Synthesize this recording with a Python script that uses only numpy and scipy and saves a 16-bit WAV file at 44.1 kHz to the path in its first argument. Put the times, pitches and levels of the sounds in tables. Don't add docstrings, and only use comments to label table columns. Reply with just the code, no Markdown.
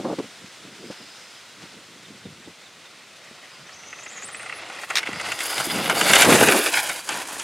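import sys
import numpy as np
from scipy import signal
from scipy.fft import rfft, irfft, next_fast_len
from scipy.io import wavfile

SR = 44100
rng = np.random.default_rng(int(sys.argv[2]) if len(sys.argv) > 2 else 0)


def digitize_waveform(pressure):
    field = np.atleast_2d(pressure).T
    bounded = np.clip(field, -1, 1)
    quanta = np.round(bounded * 32767).astype(np.int16)
    wavfile.write(sys.argv[1], SR, quanta)


N = 327663

# frequency in Hz, width in Hz, relative level in dB.
SHELL_MODES = [(760, 480, -2), (1400, 520, -1), (2070, 480, -1), (2700, 650, -2), (3450, 600, -7)]
# frequency in Hz, relative density in dB per Hz.
TREAD_SPECTRUM = [(2350, -5.5), (4000, -4), (4730, 1.5), (5580, 0), (6750, 5), (9600, 1.5), (12500, -22),
                  (21100, -120)]

TIME = np.arange(N) / SR
BINS_HZ = np.maximum(np.fft.rfftfreq(next_fast_len(N), 1 / SR), 1)
LEFT_RIGHT = np.array([[1], [-1]])


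def amp(db):
    return 10 ** (np.asarray(db) / 20)


def rms_one(x):
    return x / np.sqrt(np.mean(x ** 2) + 1e-20)


def in_time(rows):
    s, *columns = np.transpose(rows)
    return [np.interp(TIME, s, column) for column in columns]


def on_bins(points):
    hz, value = np.transpose(points)
    return np.interp(np.log(BINS_HZ), np.log(hz), value)


def colour(x, gain):
    size = next_fast_len(N)
    return irfft(rfft(x, size) * gain, size)[..., :N]


def butterworth(x, order, hz, kind="low"):
    return signal.sosfilt(signal.butter(order, hz, kind, fs=SR, output="sos"), x)


def drift(rate_hz):
    r = np.exp(-2 * np.pi * rate_hz / SR)
    noise = rng.standard_normal(N + SR)
    settled = signal.lfilter([1], [1, -2 * r, r * r], noise)[SR:]
    return rms_one(settled)


def ring(x, hz, width_hz):
    r = np.exp(-np.pi * width_hz / SR)
    zeros = [(1 - r * r) / 2, 0, (r * r - 1) / 2]
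    poles = [1, -2 * r * np.cos(2 * np.pi * hz / SR), r * r]
    return signal.lfilter(zeros, poles, x + 1e-18)


def bursts(times_s, levels_db, t60s, rises_s):
    out = np.zeros(N)
    for s, level_db, t60_s, rise_s in np.broadcast(times_s, levels_db, t60s, np.maximum(rises_s, 1e-4)):
        t = np.arange(int((t60_s + rise_s) * SR)) / SR
        fade = amp(level_db - 60 * np.maximum(t - rise_s, 0) / t60_s)
        blow = fade * np.minimum(t / rise_s, 1)
        i = round(s * SR)
        out[i:i + len(t)] += blow[:N - i]
    return out


def swells(middles_s, heights, halves_s):
    return sum(h * np.exp(-((TIME - s) / half_s) ** 2) for s, h, half_s in zip(middles_s, heights, halves_s))


def grit(per_s, spread_db):
    sizes = amp(spread_db * np.minimum(rng.exponential(1, (2, N)), 5))
    signs = rng.choice([-1, 1], (2, N))
    struck = rng.random((2, N)) < per_s / SR
    return sizes * signs * struck


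def narrow_tone(hz, width_hz):
    phase = 2 * np.pi * np.cumsum(hz) / SR
    return rms_one(drift(width_hz) * np.cos(phase) + drift(width_hz) * np.sin(phase))


def wind():
    # middle in seconds, peak in dB, half length in seconds, deep thud in dB.
    gust_rows = [(0.0, -31, 0.028, -60), (0.033, -28, 0.018, -60), (0.07, -26, 0.024, -66),
                 (0.117, -27.5, 0.037, -60), (0.204, -35.5, 0.045, -60), (.43, -51, 0.033, -56),
                 (0.676, -49, 0.085, -64), (0.849, -37.5, 0.038, -61), (1.02, -48, 0.024, -65),
                 (1.606, -54, 0.064, -59), (1.764, -55, 0.073, -63), (2.014, -55, 0.1, -67),
                 (2.125, -48, 0.039, -56), (2.287, -56, 0.061, -48), (2.396, -54, 0.014, -58),
                 (2.484, -48.5, 0.023, -52), (2.778, -62, 0.017, -62), (3.625, -80, 0.03, -54),
                 (4.406, -69, 0.65, -65), (5.142, -53, 0.058, -46), (5.28, -64, 0.073, -51),
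                 (5.605, -40, 0.021, -39), (6.784, -60, .04, -80), (6.892, -46, 0.033, -77),
                 (7.16, -41, 0.045, -60), (7.375, -54, 0.16, -75)]
    # start in seconds, level in dB, fade t60 in seconds, brightness 0-1.
    puff_rows = [(0.189, -25, 0.075, 1), (0.904, -28.5, 0.071, 1), (2.258, -29, 0.055, 0.2),
                 (3.314, -42.5, 0.08, 0.6), (5.092, -26, 0.051, 0.88), (5.673, -22.5, 0.098, 0.02)]
    # frequency in Hz, relative density in dB per Hz.
    eddy_spectrum = [(65, -81), (110, -20), (208, 0.5), (422, 0.5), (461, 0.5), (584, -5.5), (1020, -14.5),
                     (1600, -26.5), (2080, -37), (3520, -120)]
    # time in seconds, level relative to the common part in dB.
    side_rows = [(5.0, -59.5), (5.1, -17), (5.25, -58), (5.55, -23), (5.7, -19.5), (6.2, -18.5),
                 (6.45, -16.5), (6.6, -71)]
    # time in seconds, level in dB, low rumble in dB.
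    wake_rows = [(5.44, -70, -68), (5.55, -43, -68), (5.66, -44, -58), (5.73, -29, -27), (5.84, -33, -31.5),
                 (5.9, -26, -28), (5.96, -26, -27.5), (6.13, -23.5, -24.5), (6.23, -23, -29),
                 (6.27, -8.5, -8), (6.3, -13.5, -14), (6.35, -9, -9), (6.38, -16, -19.5),
                 (6.46, -13, -14.5), (6.5, -14.5, -18), (6.53, -18.5, -36), (6.6, -27.5, -60),
                 (6.63, -62, -85)]
    calm_db, calm_thud_db = -66.5, -69.5

    s, peak_db, half_s, thud_db = np.transpose(gust_rows)
    blowing_db = 20 * np.log10(amp(calm_db) + swells(s, amp(peak_db), half_s))
    gust_db = blowing_db + 4.0 * drift(35.0)
    thud = amp(calm_thud_db) + swells(s, amp(thud_db), half_s)

    eddies = grit(per_s=2500., spread_db=2.0)
    mid, side = rms_one(colour(eddies, amp(on_bins(eddy_spectrum))))
    side = butterworth(side, 4, 180, "high")
    side_db, = in_time(side_rows)
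    both = mid + amp(side_db) * side * LEFT_RIGHT
    dull = rms_one(butterworth(both, 2, 340))
    deep = rms_one(butterworth(eddies[0], 3, [85, 210], "band"))
    thin = rms_one(butterworth(both, 2, 240, "high"))

    bright = np.clip((gust_db + 48.0) / 18, 0, 1)
    gusts = amp(gust_db) * (bright * both + (1 - bright) * dull)
    gusts += thud * amp(1.3 * drift(18)) * deep

    passing = (TIME > wake_rows[0][0]) & (TIME < wake_rows[-1][0])
    wake, rumble = amp(in_time(wake_rows)) * passing
    gusts += amp(3.1 * drift(30)) * (wake * thin + rumble * (dull + amp(-20) * deep))

    s, peak_db, t60_s, share = np.transpose(puff_rows)
    share = np.clip(share, .01, .99)
    start_s = s - .004
    bright_db = peak_db + 20 * np.log10(share)
    dull_db = peak_db + 0.5 + 20 * np.log10(1 - share)
    bright_puffs = both * bursts(start_s, bright_db, t60_s, 0.0022)
    dull_puffs = dull * bursts(start_s, dull_db, t60_s, 0.0013)
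    return gusts + bright_puffs + dull_puffs


def air():
    # time in seconds, level before flutter in dB.
    level_rows = [(0.0, -43.5), (0.72, -46), (1.17, -44.5), (1.46, -46.5), (2.29, -48), (2.7, -48.5),
                  (3.6, -47.5)]
    # frequency in Hz, relative density in dB per Hz.
    hiss_spectrum = [(35, -56), (60, -44), (107, -14), (694, -9), (817, -12.5), (961, -9.5), (1160, -11),
                     (1400, -6), (1760, -8.5), (3550, -7), (8600, -15), (15800, -34.5)]
    # frequency in Hz, left-right likeness 0-1.
    likeness_rows = [(60, 0.95), (130, 1), (290, 1.0), (640, 1.0), (1410, 1.0), (3100, 1), (6820, 0.72),
                     (15000, 0.091)]

    level_db, = in_time(level_rows)
    alike = np.clip(on_bins(likeness_rows), 0, 1)
    parts = np.sqrt([1 + alike, 1 - alike]) * amp(on_bins(hiss_spectrum))
    mid, side = colour(rng.standard_normal((2, N)), parts)
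    return amp(level_db + 0.57 * drift(27)) * rms_one(mid + side * LEFT_RIGHT)


def scuffs():
    # start in seconds, level in dB, fade t60 in seconds.
    rustle_rows = [(.184, -36.5, 0.05), (.905, -40.5, 0.25), (1.615, -42.5, 0.36)]
    s, level_db, t60_s = np.transpose(rustle_rows)
    noise = butterworth(rng.standard_normal(N), 2, [500, 4500], "band")
    return rms_one(noise) * bursts(s, level_db, t60_s, 0.0064)


def buzz():
    # time in seconds, level before throb in dB, pitch in Hz.
    spells = [
        [(.78, -53, 4830), (.9, -54, 5040), (1.15, -55, 5080), (1.42, -55, 5030)],
        [(3.48, -55, 4920), (3.66, -58, 4840)],
    ]
    out = np.zeros(N)
    throb = amp(1.1 * drift(49))
    for spell in spells:
        level_db, hz = in_time(spell)
        from_edge_s = np.minimum(TIME - spell[0][0], spell[-1][0] - TIME)
        fade = np.clip(from_edge_s / .03, 0, 1)
        out += fade * amp(level_db) * throb * narrow_tone(hz, width_hz=210.)
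    return out


def bird():
    # start in seconds, level at the centre in dB.
    chirp_rows = [(2.026, -49), (2.229, -49), (2.432, -50), (2.636, -48.5), (2.838, -49)]
    length_s, fall_s = .046, .024
    start_hz, toward_hz = 4700, 3200
    t = np.arange(int(length_s * SR)) / SR
    hz = toward_hz + (start_hz - toward_hz) * np.exp(-t / fall_s)
    swell = np.sin(np.pi * (t / length_s) ** 1.6)
    note = np.sin(2 * np.pi * np.cumsum(hz) / SR) * swell
    out = np.zeros(N)
    for s, level_db in chirp_rows:
        i = round(s * SR)
        out[i:i + len(t)] += amp(level_db) * note
    return out * amp([[-2.5], [2.5]])


def car():
    # time in seconds, shell rattle in dB, tread hiss in dB,
    # top octave relative to the hiss in dB.
    level_rows = [(2.6, -53.5, -94, -30.5), (3.5, -50, -85, -21), (3.95, -46.5, -63, -19),
                  (4.65, -39.5, -54.5, -28), (4.85, -36.5, -47, -8), (5.15, -34, -49, -13),
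                  (5.3, -30.5, -40.5, -10.5), (5.43, -31.5, -35.5, -3), (5.65, -29.5, -35.5, -3.5),
                  (5.87, -27, -38, -2), (6.05, -22, -29, -2), (6.17, -12.5, -22.5, -3), (6.4, -17, -22, -7),
                  (6.62, -23.5, -29.5, -0.5), (6.78, -23.5, -30.5, -3), (6.93, -35.5, -38, -4.5),
                  (7.12, -29.5, -36.5, -9.5), (7.43, -39.5, -40.5, -10)]
    # middle in seconds, half length in seconds, drop in dB.
    hop_rows = [(4.869, 0.017, 9), (5.048, 0.0051, 17), (5.117, 0.032, 2), (5.368, 0.042, 6.5),
                (5.68, 0.013, 5), (5.887, 0.0035, 4), (5.937, 0.0099, 9), (6.123, 0.0096, 2),
                (6.179, 0.0075, 5.5), (6.243, 0.0047, 3), (6.269, 0.026, 6), (6.369, 0.014, 4),
                (6.458, 0.016, 2), (6.714, 0.019, 9.5), (6.822, 0.017, 4), (7.04, 0.041, 11.5),
                (7.259, 0.04, 5)]
    # time in seconds, left minus right in dB.
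    pan_rows = [(5.3, 0.5), (5.7, 0), (6.05, -0.5), (6.35, -0.5), (6.6, -1.1), (7.2, -1)]
    # frequency in Hz, relative density in dB per Hz.
    shell_spectrum = [(180, -32), (300, -1), (788, -5), (1060, -1.5), (1320, -5), (1860, -2.5), (2170, -3),
                      (4240, -9.5), (5000, -12), (6500, -19.5), (11000, -120)]
    # frequency in Hz, relative density in dB per Hz.
    top_spectrum = [(5650, -39), (9600, -8.5), (10800, -1), (13300, -10.5), (14600, -14), (15600, -16.5)]
    # frequency in Hz, gain in dB.
    side_spectrum = [(1000, -63), (2500, -29.5), (4400, -29), (6000, -17), (7500, -17), (12000, -23)]
    # time in seconds, further gain of the unlike part in dB.
    side_rows = [(5.0, 2), (5.9, -16), (6.15, 6), (6.38, 6), (6.42, -17), (6.58, -29), (6.7, 1),
                 (6.85, -22), (7.43, -17)]

    rattle_db, hiss_db, top_db = in_time(level_rows)
    s, half_s, drop_db = np.transpose(hop_rows)
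    lift_db = swells(s, drop_db, half_s)
    pan_db, = in_time(pan_rows)
    chatter_db = 1.4 * drift(30)

    stones = rms_one(colour(grit(per_s=6000., spread_db=2.5), amp(on_bins(shell_spectrum))))
    drive = [stones[::-1] * amp(2.6 * drift(16)) for mode in SHELL_MODES]
    rattle = rms_one(stones + shell_modes(drive))
    knock, crack = knocks(hiss_db - rattle_db)
    shell = amp(rattle_db - lift_db + chatter_db) * rattle + knock

    fine = grit(per_s=14000., spread_db=4.0)
    tread = rms_one(colour(fine, amp(on_bins(TREAD_SPECTRUM)))) * amp(1.7 * drift(21) - lift_db)
    top_gain = amp(top_db + 2.65 * drift(57) - 0.73 * lift_db)
    tread += rms_one(colour(fine, amp(on_bins(top_spectrum)))) * top_gain
    tread = tread * amp(hiss_db + .5 * chatter_db) + crack

    side_db, = in_time(side_rows)
    unlike = amp(side_db) * colour(shell[1] + tread[1], amp(on_bins(side_spectrum)))
    treble = tread[0] + scrape() + whine() + gears(lift_db)
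    return reflected(shell[0]) + treble * amp(LEFT_RIGHT * pan_db / 2) + LEFT_RIGHT * unlike


def shell_modes(drive):
    # time in seconds, third resonance change in dB, fifth resonance change in dB.
    facing_rows = [(3.9, 3, -6), (5.25, 2, -4), (5.45, 1, 8.5), (6.05, -2.5, 5), (6.2, 1, 4.5),
                   (6.6, 0.5, -5), (6.8, 3, 8), (7.2, -3, -2)]
    third_db, fifth_db = in_time(facing_rows)
    turned_db = [0, 0, third_db, 0, fifth_db]
    out = 0
    for k, (hz, width_hz, db) in enumerate(SHELL_MODES):
        out = out + amp(db + turned_db[k]) * (-1) ** k * ring(drive[k], hz, width_hz)
    return out


def knocks(treble_db):
    # time in seconds, relative peak in dB, pitch struck in Hz, fade t60 in seconds,
    # tread crack relative to the peak in dB before treble_db, rise in seconds.
    bump_rows = [(3.693, -30, 1950, 0.043, -8, 0.00076), (3.833, -35.5, 1990, 0.13, -8, 0.002),
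                 (3.927, -25, 1820, 0.042, -13, 0.0029), (3.988, -29.5, 1950, 0.05, -8, 0.0025),
                 (4.06, -27.5, 1880, 0.055, -12, 0.0058), (4.177, -28, 2350, 0.037, -4, 0.0038),
                 (4.221, -30, 1960, 0.042, 4, 0.0036), (4.285, -28, 1160, 0.065, -3, 0.0033),
                 (4.345, -24.5, 2060, 0.044, -13, 0.0032), (4.394, -26.5, 1810, 0.096, -3, 0.004),
                 (4.429, -29, 2100, 0.06, 1, 0.0038), (4.459, -26, 1380, 0.047, -10, .003),
                 (4.496, -22.5, 2040, 0.055, -10, 0.00084), (4.523, -23.5, 2000, 0.069, -12, .004),
                 (4.585, -27.5, 1980, 0.052, -11, 0.003), (4.698, -22.5, 1270, 0.047, -10, .003),
                 (4.833, -23.5, 1160, 0.047, -7, 0.0028), (4.902, -13.5, 1430, 0.076, -6, 0.0039),
                 (5.029, -19.5, 2370, 0.067, -9, 0.0027), (5.063, -20, 2470, .03, -10, 0.0014),
                 (5.071, -17.5, 2140, 0.048, -8, 0.0022), (5.13, -20.5, 2240, 0.054, -2, 0.0023),
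                 (5.158, -26, 2010, 0.023, -8, 0.0022), (5.199, -17.5, 2830, 0.042, -6, .001),
                 (5.212, -20, 813, 0.039, 1.5, 0.0022), (5.261, -18.5, 2400, 0.044, -5, 0.0024),
                 (5.318, -12, 2070, 0.048, -6.5, 0.0032), (5.389, -21.5, 2660, .06, -4, 0.0026),
                 (5.404, -18, 2210, 0.07, -4, 0.0028), (5.528, -16.5, 1500, .05, -14, 0.0027),
                 (5.579, -17.5, 2300, 0.05, -6, .003), (5.6, -16, 1200, 0.06, -4, 0.0021),
                 (5.785, -23, 1400, .04, -10, .002), (5.857, -15.5, 1900, 0.045, -8, 0.0027),
                 (5.897, -5, 1370, 0.082, -5, 0.0018), (5.964, -10.5, 800, 0.14, -20, 0.0014),
                 (6.011, -5, 1800, 0.038, -6.5, 0.0023), (6.134, 0, 2280, 0.041, -2, 0.0015),
                 (6.152, -4.5, 2200, 0.086, 3, .006), (6.195, -20, 1590, 0.048, -8, 0.006),
                 (6.214, -3, 2700, 0.071, 1, 0.0091), (6.248, -3, 850, 0.069, -6.5, 0.0031),
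                 (6.3, -8, 1300, 0.065, -11, 0.0037), (6.325, -5.5, 2100, .035, -13, 0.0021),
                 (6.355, -6, 1300, 0.066, -1, 0.0014), (6.409, -5.5, 2700, 0.042, -11, .002),
                 (6.432, -4.5, 1250, .04, -16, 0.0015), (6.484, -4, 2450, 0.058, -6, 0.0036),
                 (6.521, -3.5, 1600, 0.03, -12, 0.0027), (6.563, -11.5, 2200, 0.036, -5, 0.0019),
                 (6.66, -11, 2500, 0.049, -6, .003), (6.738, -11, 2170, 0.036, -4, .004),
                 (6.769, -11.5, 1610, 0.065, -14, 0.0036), (6.79, -15.5, 1450, 0.065, -4, .003),
                 (6.888, -18, 1480, 0.12, -5, 0.0084), (7.09, -14.5, 1700, 0.085, 1.5, 0.0019),
                 (7.116, -26, 1640, 0.09, -16, 0.0033), (7.127, -22, 2900, .04, -16, 0.0022),
                 (7.148, -22, 1080, 0.074, -15, .003), (7.219, -22, 2200, 0.047, -6, 0.0023),
                 (7.286, -23.5, 748, 0.042, -8, 0.0024), (7.359, -25.5, 1200, 0.028, -17, .001),
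                 (7.393, -22.5, 2580, 0.11, -4, 0.0077)]
    s, peak_db, struck_hz, t60_s, crack_db, rise_s = np.transpose(bump_rows)
    start_s = s - .001
    judder = rms_one(grit(per_s=9000., spread_db=1.5))
    judder[:, np.round((s + rise_s / 2) * SR).astype(int)] = 3.0
    drive = []
    for hz, _, _ in SHELL_MODES:
        drive_db = peak_db - 5 * np.log2(hz / struck_hz) ** 2
        drive.append(judder * bursts(start_s, drive_db, t60_s, rise_s))
    knock = amp(7) * butterworth(shell_modes(drive), 2, 300, "high")
    noise = rms_one(colour(rng.standard_normal((2, N)), amp(on_bins(TREAD_SPECTRUM))))
    crack_t60_s = np.full(len(s), .029)
    crack = noise * amp(treble_db) * bursts(start_s, peak_db + crack_db, crack_t60_s, rise_s)
    return knock, crack


def reflected(x):
    # time in seconds, mean delay in ms, share of the direct sound.
    echo_rows = [(3.3, 1.5, .35), (5.0, 1.5, .35), (5.5, 1.45, .3), (6.0, 1.42, .4), (6.24, 1.3, .4),
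                 (6.3, 1.0, -.3), (6.45, .97, -.55), (6.7, .97, -.55), (6.73, 1.3, .7), (6.92, 1.3, .6),
                 (7.07, 1.2, .3), (7.43, 1.25, .3)]
    delay_ms, share = in_time(echo_rows)
    dull = colour(x, 1 / (1 + (BINS_HZ / 5000) ** 4))
    wavering_s = delay_ms * (1 + .035 * drift(4.7)) / 1000
    return x + share * np.interp(TIME - wavering_s, TIME, dull)


def whine():
    # time in seconds, pitch with grip in Hz, level before flutter in dB.
    motor_rows = [(3.66, 6050, -64), (3.69, 6150, -54), (3.712, 6200, -62), (3.72, 4200, -54),
                  (3.745, 6150, -49), (3.8, 6050, -51), (3.9, 6200, -49), (4.0, 6200, -51),
                  (4.08, 6050, -44), (4.15, 6750, -45), (4.225, 6700, -41), (4.3, 6830, -46),
                  (4.41, 7750, -47), (4.46, 8250, -51), (4.53, 8400, -60), (4.548, 9900, -54),
                  (4.59, 10000, -49), (4.61, 9900, -70)]
    # middle in seconds, rise in Hz, half length in seconds.
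    surge_rows = [(4.047, 1390, 0.016), (4.118, 1104, 0.023), (4.266, 2520, 0.02), (4.328, 2590, 0.017),
                  (4.382, 2400, 0.02), (4.433, 1265, 0.018), (4.487, 1075, 0.015), (4.56, 500, 0.01)]
    hz, level_db = in_time(motor_rows)
    hz = hz + swells(*np.transpose(surge_rows))
    sounding = (TIME > motor_rows[0][0]) & (TIME < motor_rows[-1][0])
    return sounding * amp(level_db + 3.2 * drift(40)) * narrow_tone(hz, width_hz=400.)


def scrape():
    # start in seconds, relative peak in dB.
    touch_rows = [(4.9549, -6), (4.9642, -11), (4.971, -7.5), (4.978, -17), (4.983, -11), (4.9905, -17.5)]
    # frequency in Hz, width in Hz, relative level in dB.
    chassis_modes = [(2170, 1570, 2), (3750, 520, 2), (5240, 560, -2.5), (8400, 830, -12),
                     (10200, 660, -18), (13100, 2000, -11)]
    s, peak_db = np.transpose(touch_rows)
    noise = butterworth(rng.standard_normal(N), 2, 9000)
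    grind = noise * bursts(s, peak_db, np.full(len(s), .03), 0.00048)
    return amp(-0.5) * sum(amp(db) * ring(grind, hz, width_hz) for hz, width_hz, db in chassis_modes)


def gears(lift_db):
    # time in seconds, upper pitch in Hz, upper level in dB, lower level in dB.
    mesh_rows = [(5.05, 5050, -63, -63), (5.15, 5050, -48, -47), (5.33, 5020, -41, -46),
                 (5.45, 5000, -38.5, -42), (5.6, 4950, -36.5, -41), (5.8, 4900, -41, -56),
                 (5.93, 4900, -42, -49), (6.0, 4960, -42, -29.5), (6.12, 4900, -45, -34),
                 (6.35, 4900, -53, -49), (6.75, 5020, -34.5, -65), (7.1, 4930, -63, -41),
                 (7.25, 4900, -66, -62)]
    lower_hz = 4610
    upper_hz, upper_db, lower_db = in_time(mesh_rows)
    sounding = (TIME > mesh_rows[0][0]) & (TIME < mesh_rows[-1][0])
    upper = amp(upper_db + 1.6 * drift(35)) * narrow_tone(upper_hz, width_hz=115.)
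    lower = amp(lower_db + 2.0 * drift(35)) * narrow_tone(np.full(N, lower_hz), width_hz=120.)
    return sounding * amp(-lift_db) * (upper + lower)


def scene():
    return wind() + air() + scuffs() + buzz() + bird() + car()


def record(dry):
    soft = dry / (1 + np.abs(dry) ** 6) ** (1 / 6)
    thin = butterworth(soft, 4, 50, "high")
    top_cut = signal.ellip(16, .3, 95, 15850, fs=SR, output="sos")
    return signal.sosfilt(top_cut, thin)


dry = scene()
out = record(dry)
digitize_waveform(out)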